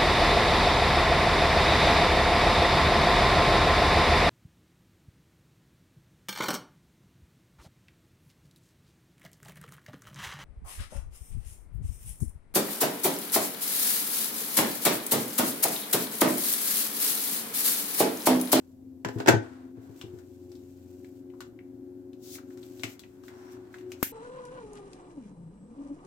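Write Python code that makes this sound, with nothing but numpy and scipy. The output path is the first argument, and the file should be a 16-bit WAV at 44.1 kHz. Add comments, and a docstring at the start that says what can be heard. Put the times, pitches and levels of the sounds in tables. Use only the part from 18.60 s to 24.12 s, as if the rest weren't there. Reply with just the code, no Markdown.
"""A hard object clatters onto a desk and rings its modes, during paper crafting in a small room.
A sleeve brushes the mat and cardstock slides off a card: grainy noise from fibres catching and letting go.
Card, fingernails and a plastic tape runner click; its roller whirs, then it snaps close to the microphone.
An engine drones outside throughout, in harmonics of its firing rate, over faint room tone."""
import sys
import numpy as np
from scipy import signal
from scipy.fft import rfft, irfft
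from scipy.io import wavfile
from scipy.ndimage import uniform_filter1d

SR = 44100
rng = np.random.default_rng(int(sys.argv[2]) if len(sys.argv) > 2 else 0)


def put_to_file(sound):
    """Save the sound as 16-bit audio at rate SR, in the file named by the first command-line argument."""
    columns = np.atleast_2d(sound).T  # one column per channel
    safe = np.clip(columns, -1, 1)
    whole_steps = np.round(safe * 32767)
    wavfile.write(sys.argv[1], SR, whole_steps.astype(np.int16))


N = 243431
T = np.arange(N) / SR
RING_T = T[:SR * 2 // 5]

# Table levels are relative; each source adds its own gain.
# engine speed (time [s], firing rate [Hz])
FIRING_RATE = [(0, 87.3), (0.3, 87.24), (1.05, 86.55), (1.3, 90.3), (2.0, 89.8), (2.4, 90.74), (2.9, 90.42),
               (4.0, 91.19), (5.5, 91)]
# strong engine harmonics (time [s], first [dB], third [dB], fourth [dB])
ENGINE_HARMONICS = [(0, -65.5, -55, -66.5), (0.28, -65.5, -43.5, -73.5), (0.45, -70, -47, -60.5),
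                    (1.06, -68.5, -49, -56.5), (1.38, -66, -53, -58), (1.5, -56, -59, -49),
                    (1.99, -60.5, -56, -50), (2.13, -61, -53, -63.5), (2.34, -57.5, -52, -50.5),
                    (2.58, -68, -51.5, -56), (2.82, -78.5, -53.5, -50), (3.07, -65, -51, -53.5),
                    (4.25, -74, -51, -50), (4.41, -70.5, -60.5, -60), (5.0, -68, -52, -49),
                    (5.12, -76, -58, -57.5), (5.27, -72, -58.5, -43.5), (5.5, -63, -49.5, -62.5)]
# weaker engine lines (multiple of firing rate, level re mean of third and fourth [dB])
ENGINE_LINES = [(1.25, -12.5), (2.5, -24.5), (2.75, -8.5), (3.25, -12), (5, -25), (6, -17.5), (7, -31),
                (8, -27.5), (9, -31)]
# steady background noise spectrum, with a broad low hump around 260 Hz (frequency [Hz], level [dB])
AIR_SPECTRUM = [(30, -23.5), (60, -5), (100, -1), (160, -6), (260, -1), (380, -7), (500, -13), (800, -23),
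                (1300, -34), (3000, -39.5), (7700, -37.5), (9700, -42), (13300, -34), (16000, -42)]

# strokes (start [s], length [s], level [dB], swell [dB])
BRUSHES = [(0.0, 0.13, -74.5, -7), (0.5, 0.13, -65.5, 5), (0.8, 0.13, -80.5, -10), (1.22, 0.12, -71, 0.5),
           (1.36, 0.048, -60, 6), (1.46, 1.14, -70, 0), (2.68, 0.2, -79, 12), (3.78, 0.16, -73.5, 20),
           (3.98, 0.249, -62, 5), (4.255, 0.074, -52, 2.5), (4.42, 0.205, -74, -3), (4.655, 0.04, -61, -5),
           (4.74, 0.16, -71.5, 0), (4.915, 0.017, -60, 3), (5.13, 0.088, -68.5, -1),
           (5.312, 0.025, -61.5, 0), (5.35, 0.091, -64.5, 27)]  # sleeve, hand and card, light on the mat
DRAGS = [(0.0, 0.11, -76.5, -13), (0.6, 0.04, -48, -8), (0.83, 0.27, -59.5, -14.5), (1.17, 0.45, -66, -2.5),
         (1.6, 2.02, -76.5, -1), (3.65, 0.751, -69.5, 2), (4.42, 0.27, -70.5, 3.5), (4.69, 0.28, -58, 0.5),
         (4.98, 0.505, -64, -2.5)]  # card or hand, pressed on the mat
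SLIDES = [(3.635, 0.12, -49, 13)]  # cardstock pulled off the card
ROLLS = [(4.75, 0.19, -72, 5)]  # tape runner's roller
# friction spectra (frequency [Hz], level [dB])
BRUSH_SPECTRUM = [(1180, -18.5), (2000, -10.5), (2220, -4), (3610, -5.5), (7910, -1), (10100, -12),
                  (13600, -1), (16000, -9.5)]
DRAG_SPECTRUM = [(380, -27.5), (650, 2.5), (672, -1), (1050, -2), (1270, -7), (1480, -2), (1870, -9.5),
                 (2810, -17), (4600, -20.5), (5730, -23), (9000, -23), (11700, -58), (19800, -120)]
SLIDE_SPECTRUM = [(590, -21.5), (1000, -23), (2030, -15.5), (3230, -9.5), (3460, -5.5), (6470, -1.5),
                  (10100, -9.5), (12700, -4.5), (16000, -5.5)]

# hard blows on the desk (time [s], level [dB], tilt [dB/octave])
KNOCKS = [(0.448, -19.5, 0.5), (0.487, -27.5, 1), (0.586, -39, 5), (0.602, -21, -0.5), (0.661, -18.5, -0.5),
          (0.6742, -14, 2), (0.681, -4.5, 0.5), (0.6848, -5.5, -4), (0.6861, -4, 3.5), (0.6895, -4.5, -3)]
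# soft, heavy bumps on the desk (time [s], level [dB])
BUMPS = [(0.453, -26), (0.553, -22), (0.563, -62), (0.682, -20), (0.698, -20), (0.731, -12.5),
         (0.759, -20.5), (1.168, -37.5), (1.288, -37), (1.432, -34), (1.529, -36), (4.235, -33.5)]
# desk modes (frequency [Hz], level [dB], t60 before hand damping [s])
DESK_MODES = [(113, 0.5, 0.33), (228.1, -4, 0.14), (331, 1, 0.16), (408, -5.5, 0.32), (471.4, -8.5, 0.37),
              (683.7, -6.5, 0.3), (845, -6, 0.31), (990, -12.5, 0.12), (1525, -14, 0.56), (1669, -29, 0.26),
              (1868, -13, 0.22), (2020, -20.5, 0.21)]
# card, nail and case clicks (time [s], level [dB], ring [Hz], treble [dB], left minus right [dB])
TAPS = [(1.4135, -35, 2780, -9.5, 2.5), (1.5877, -55.5, 1546, -1, 11), (1.918, -51.5, 4613, -5, 3.5),
        (1.9539, -54, 4340, -7, 1.5), (2.4461, -50.5, 1997, -13.5, 5), (2.7006, -58.5, 2430, -20.5, 7),
        (2.7372, -49.5, 1100, -25.5, 3), (2.8058, -35.5, 1302, -7.5, 4.5), (2.8176, -39.5, 1590, -19, -3),
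        (2.99, -44.5, 1990, -28.5, 4), (3.5324, -54.5, 3139, -12.5, 7.5), (3.755, -41.5, 1930, -16, 6),
        (3.7838, -40.5, 1550, -24, 8), (3.9051, -52, 1564, -16, 5), (3.9743, -51.5, 1665, -1, 6.5),
        (4.0302, -47.5, 3665, -9.5, 6.5), (4.1961, -46.5, 3370, -12, 9), (4.2344, -21.5, 2360, -13.5, 3.5),
        (4.3941, -42, 3850, 9, 5.5), (4.4364, -43.5, 2350, -20, 1.5), (4.6365, -50, 1285, -12.5, 7.5),
        (4.6819, -40, 1740, -17, 3), (5.1419, -35, 1702, -22, 2), (5.1845, -50, 2630, -11, 8),
        (5.21, -52, 1640, -15, 0), (5.319, -38, 2500, -3, 5.5)]
# tape runner's snap (time [s], level [dB])
SNAPS = [(5.4275, -10)]
# contact spectra (frequency [Hz], level [dB])
KNOCK_SPECTRUM = [(88, -38.5), (150, -14.5), (368, -0.5), (589, -8.5), (871, -7.5), (1170, -17.5),
                  (1560, -10.5), (2350, -23), (2900, -22.5), (3620, -26.5), (5460, -28), (8200, -31.5),
                  (10200, -45), (12400, -36.5), (16000, -40)]
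TAP_SPECTRUM = [(350, -34.5), (600, -4.5), (1290, -3), (1930, -5.5), (2210, -5), (3250, -4), (4050, -0.5),
                (4520, -4), (8000, -4.5), (10000, -18), (12500, -10), (16000, -17)]
SNAP_SPECTRUM = [(410, -22), (700, -23), (922, -2), (1120, -27), (1460, 1), (2240, 1), (2850, 0.5),
                 (3900, -7.5), (7290, -2.5), (10300, -2.5), (13100, 8), (16000, -5)]
# room decay (frequency [Hz], t60 [s])
ROOM_T60 = [(100, 0.14), (400, 0.3), (1500, 0.26), (5000, 0.23), (14000, 0.11)]


def undb(db):
    """Decibels to gain."""
    return 10 ** (np.asarray(db) / 20)


def unit_rms(x):
    """Scale to rms 1."""
    return x / np.sqrt(np.mean(x ** 2))


def unit_hit(x):
    """Scale a stereo hit to the energy of 1 ms at rms 1."""
    return x / np.sqrt(np.sum(x ** 2) / 2 / (SR / 1000))


def at_time(rows, column=1):
    """One column of a timed table at every sample."""
    rows = np.asarray(rows)
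    return np.interp(T, rows[:, 0], rows[:, column])


def at_hz(rows, hz):
    """Table value on a log-frequency axis."""
    table_hz, value = np.transpose(rows)
    return np.interp(np.log(hz + 1), np.log(table_hz), value)


def colour(x, spectrum, tilt_db_oct=0):
    """Minimum-phase filter with the given spectrum, tilted about 2.5 kHz."""
    size = 4096
    hz = np.arange(size // 2 + 1) * SR / size
    gain_db = at_hz(spectrum, hz) + tilt_db_oct * np.log2(np.maximum(hz, 500) / 2500)
    cepstrum = irfft(np.log(undb(gain_db)))
    cepstrum[1:size // 2] *= 2
    cepstrum[size // 2 + 1:] = 0
    response = irfft(np.exp(rfft(cepstrum)))
    return signal.fftconvolve(np.atleast_2d(x), response[None], axes=1)[:, :x.shape[-1]]


def band(x, lo_hz, hi_hz, order=2):
    """Butterworth band-pass."""
    sos = signal.butter(order, [lo_hz, min(hi_hz, SR * .48)], "band", fs=SR, output="sos")
    return signal.sosfilt(sos, x)


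def decay(t60_s):
    """Exponential envelope."""
    return np.exp(-np.log(1000) * RING_T / t60_s)


def wander(rate_hz):
    """Smooth random drift, rms 1."""
    span = int(SR / rate_hz)
    steps = np.repeat(rng.standard_normal(N // span + 1), span)
    return unit_rms(uniform_filter1d(uniform_filter1d(steps, span), span)[:N])


def pan(db):
    """Stereo gains for a left-minus-right level."""
    return undb(np.array([[db], [-db]]) / 2)


def add(out, time_s, sound):
    """Mix a sound in at time_s."""
    start = int(time_s * SR)
    out[:, start:start + sound.shape[1]] += sound[:, :N - start]


def stereo_noise(samples=N):
    """White noise, independent at each ear."""
    return rng.standard_normal((2, samples))


def engine():
    """Engine through the wall: shaft-locked harmonics, side lines from uneven cylinders, throbbing rumble."""
    firings = np.cumsum(at_time(FIRING_RATE) * (1 + .002 * wander(11))) / SR
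    first_db, third_db, fourth_db = (at_time(ENGINE_HARMONICS, column) for column in (1, 2, 3))
    load_db = (third_db + fourth_db) / 2
    strong = [(1, first_db), (3, third_db), (4, fourth_db)]
    lines = [(order, db + 2.1 * wander(9)) for order, db in strong]
    lines += [(order, load_db + db + 1.2 * wander(5.2)) for order, db in ENGINE_LINES]
    drone = sum(np.sqrt(2) * undb(db) * np.cos(2 * np.pi * order * firings) for order, db in lines)
    throb = 1 + 0.42 * np.cos(2 * np.pi * firings / 4)  # four firings per cycle
    rumble = unit_rms(band(rng.standard_normal(N) + .45 * stereo_noise(), 245, 375, order=4))
    return pan(4.5) * (undb(0.98) * drone + undb(load_db - 3) * throb * rumble)


def room_tone():
    """Steady air: bass common to both ears, hiss independent."""
    bass = band(colour(rng.standard_normal(N), AIR_SPECTRUM), 45, 600, order=1)
    hiss = band(colour(stereo_noise(), AIR_SPECTRUM), 220, 20000, order=1)
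    return unit_rms(bass + 1.3 * hiss) * undb(-57.5) * pan(1.4)


def strokes(rows):
    """Stroke envelope: quick rise, even swell or ease, quick fall."""
    attack_s, release_s = 0.04, 0.038  # per 20 dB
    gain = np.zeros(N)
    for start_s, length_s, db, swell_db in rows:
        progress = np.clip((T - start_s) / length_s, 0, 1)
        before = np.maximum(start_s - T, 0) / attack_s
        after = np.maximum(T - start_s - length_s, 0) / release_s
        gain = np.maximum(gain, undb(db + swell_db * (progress - .5) - 20 * (before + after)))
    return gain


def friction(spectrum, grain_db):
    """Fibres catch and let go: dense grains of uneven size."""
    grains = stereo_noise() * undb(grain_db * wander(550) + 0.43 * wander(45))
    return unit_rms(colour(grains, spectrum))


def rubbing():
    """Cardstock slides off the card; sleeve, hand and card brush and drag on the mat."""
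    slide = friction(SLIDE_SPECTRUM, grain_db=0) * strokes(SLIDES)
    brush = friction(BRUSH_SPECTRUM, grain_db=2) * strokes(BRUSHES) * undb(1.3 * wander(30))
    drag = friction(DRAG_SPECTRUM, grain_db=1.5) * strokes(DRAGS)
    return slide * pan(3.9) + (brush + drag) * pan(1.6)


def crack(t60_s, spike):
    """Contact: one sharp pulse, then a fast-dying scatter, different at each ear."""
    size = 4096
    scatter = stereo_noise(size) * decay(t60_s)[:size]
    scatter /= np.sqrt(np.sum(scatter ** 2, axis=1, keepdims=True))
    scatter[:, 0] += spike
    return scatter / np.hypot(1, spike)


def desk_ring(cutoff_hz, t60_scale, push_s):
    """Desk modes: a soft push omits the high ones, a resting hand shortens the ring."""
    ring = 0
    for hz, db, t60_s in DESK_MODES:
        phase = rng.standard_normal((2, 1)) * np.clip(hz / 400 - .4, 0, 2)  # high modes differ per ear
        gain = undb(db) / np.hypot(1, (hz / cutoff_hz) ** 3)
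        ring = ring + gain * decay(t60_s * t60_scale) * np.sin(2 * np.pi * hz * RING_T + phase)
    ring *= np.sin(np.pi / 2 * np.minimum(RING_T / push_s, 1)) ** 2
    return ring / np.abs(ring).max()


def desk_clatter():
    """An object touches, tips and lands on the desk; hands bump the top."""
    out = np.zeros((2, N))
    for time_s, db, tilt_db_oct in KNOCKS:
        hit = unit_hit(colour(crack(t60_s=0.047, spike=0.49), KNOCK_SPECTRUM, tilt_db_oct))
        hit[0] = np.roll(hit[0], 17)  # left ear is further away
        ring = desk_ring(cutoff_hz=2000, t60_scale=0.57, push_s=0.0035)
        add(out, time_s, undb(db + 1.5) * band(hit, 110, 12500, order=1))
        add(out, time_s, undb(db - 11.5) * pan(6.5) * ring)
    bump = desk_ring(cutoff_hz=407, t60_scale=0.59, push_s=0.0086) * pan(5.5)
    for time_s, db in BUMPS:
        add(out, time_s, undb(db) * bump)
    return band(out, 85, 20000, order=3)  # little radiation below the lowest mode


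def taps():
    """Light clicks: a tick plus the short ring of the touched spot; dull taps are mostly ring."""
    out = np.zeros((2, N))
    for time_s, db, ring_hz, treble_db, pan_db in TAPS:
        hardness = np.clip(1.07 + treble_db / 28, .05, 1)
        contact = crack(t60_s=0.078, spike=0.62 * hardness)
        tick = unit_hit(colour(contact, TAP_SPECTRUM, tilt_db_oct=.22 * (treble_db + 5)))
        ring = unit_hit(band(crack(t60_s=0.034, spike=0.67), ring_hz / 1.2, ring_hz * 1.24))
        add(out, time_s, undb(db) * pan(pan_db) * (undb(2) * hardness * tick + undb(-1.5) * ring))
    return out


def runner_whir():
    """The tape runner's roller turns: a narrow band of noise."""
    centre_hz, half_width_hz = 5647, 220
    whir = unit_rms(band(stereo_noise(), centre_hz - half_width_hz, centre_hz + half_width_hz))
    return whir * strokes(ROLLS) * pan(1.6)


def runner_snap():
    """The tape runner snaps: pressure pop at the left ear, click, bright buzz from the case."""
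    out = np.zeros((2, N))
    for time_s, db in SNAPS:
        click = unit_hit(colour(crack(t60_s=0.031, spike=1), SNAP_SPECTRUM, tilt_db_oct=-0.5))
        buzz = unit_rms(colour(stereo_noise(len(RING_T)), SNAP_SPECTRUM)) * decay(0.24)
        pop_low = np.sin(2 * np.pi * 270 * RING_T - np.pi / 5) * decay(0.015)
        pop_high = undb(-5.5) * np.sin(2 * np.pi * 1300 * RING_T) * decay(0.0064)
        add(out, time_s + 0.00065, undb(db - 12.5) * pan(30.2) * (pop_low - pop_high))
        add(out, time_s + 0.00065, undb(db - 18.5) * pan(1.67) * buzz)
        add(out, time_s + 0.0024, undb(db - 8.5) * pan(7.9) * click)
    return out


def room_echo(x):
    """Diffuse small-room reflections in octave bands, longest in the midrange."""
    tail = 0
    for lo_hz in 60 * 2. ** np.arange(9):
        t60_s = at_hz(ROOM_T60, lo_hz * np.sqrt(2))
        tail = tail + band(stereo_noise(len(RING_T)), lo_hz, 2 * lo_hz) * decay(t60_s)
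    tail *= np.clip((RING_T - .003) / 0.0028, 0, 1)  # 3 ms pre-delay, then fade-in
    tail /= np.sqrt(np.sum(tail ** 2) / 2)
    return signal.fftconvolve(x, tail, axes=1)[:, :N]


def scene():
    """Handling sounds with room echo, plus the dry snap, engine and room tone."""
    knocks, clicks = desk_clatter(), taps()
    rustle = rubbing() + runner_whir()
    echo = room_echo(undb(-8) * knocks + undb(-8.5) * clicks + undb(-10) * rustle)
    return knocks + clicks + rustle + runner_snap() + echo + engine() + room_tone()


def record(dry):
    """Soft-clip the peaks, then low-pass."""
    ceiling, cutoff_hz = 1.1, 16000
    lowpass = signal.ellip(10, .2, 80, cutoff_hz, fs=SR, output="sos")
    return signal.sosfilt(lowpass, ceiling * np.tanh(dry / ceiling))


dry = scene()
out = record(dry)
put_to_file(out)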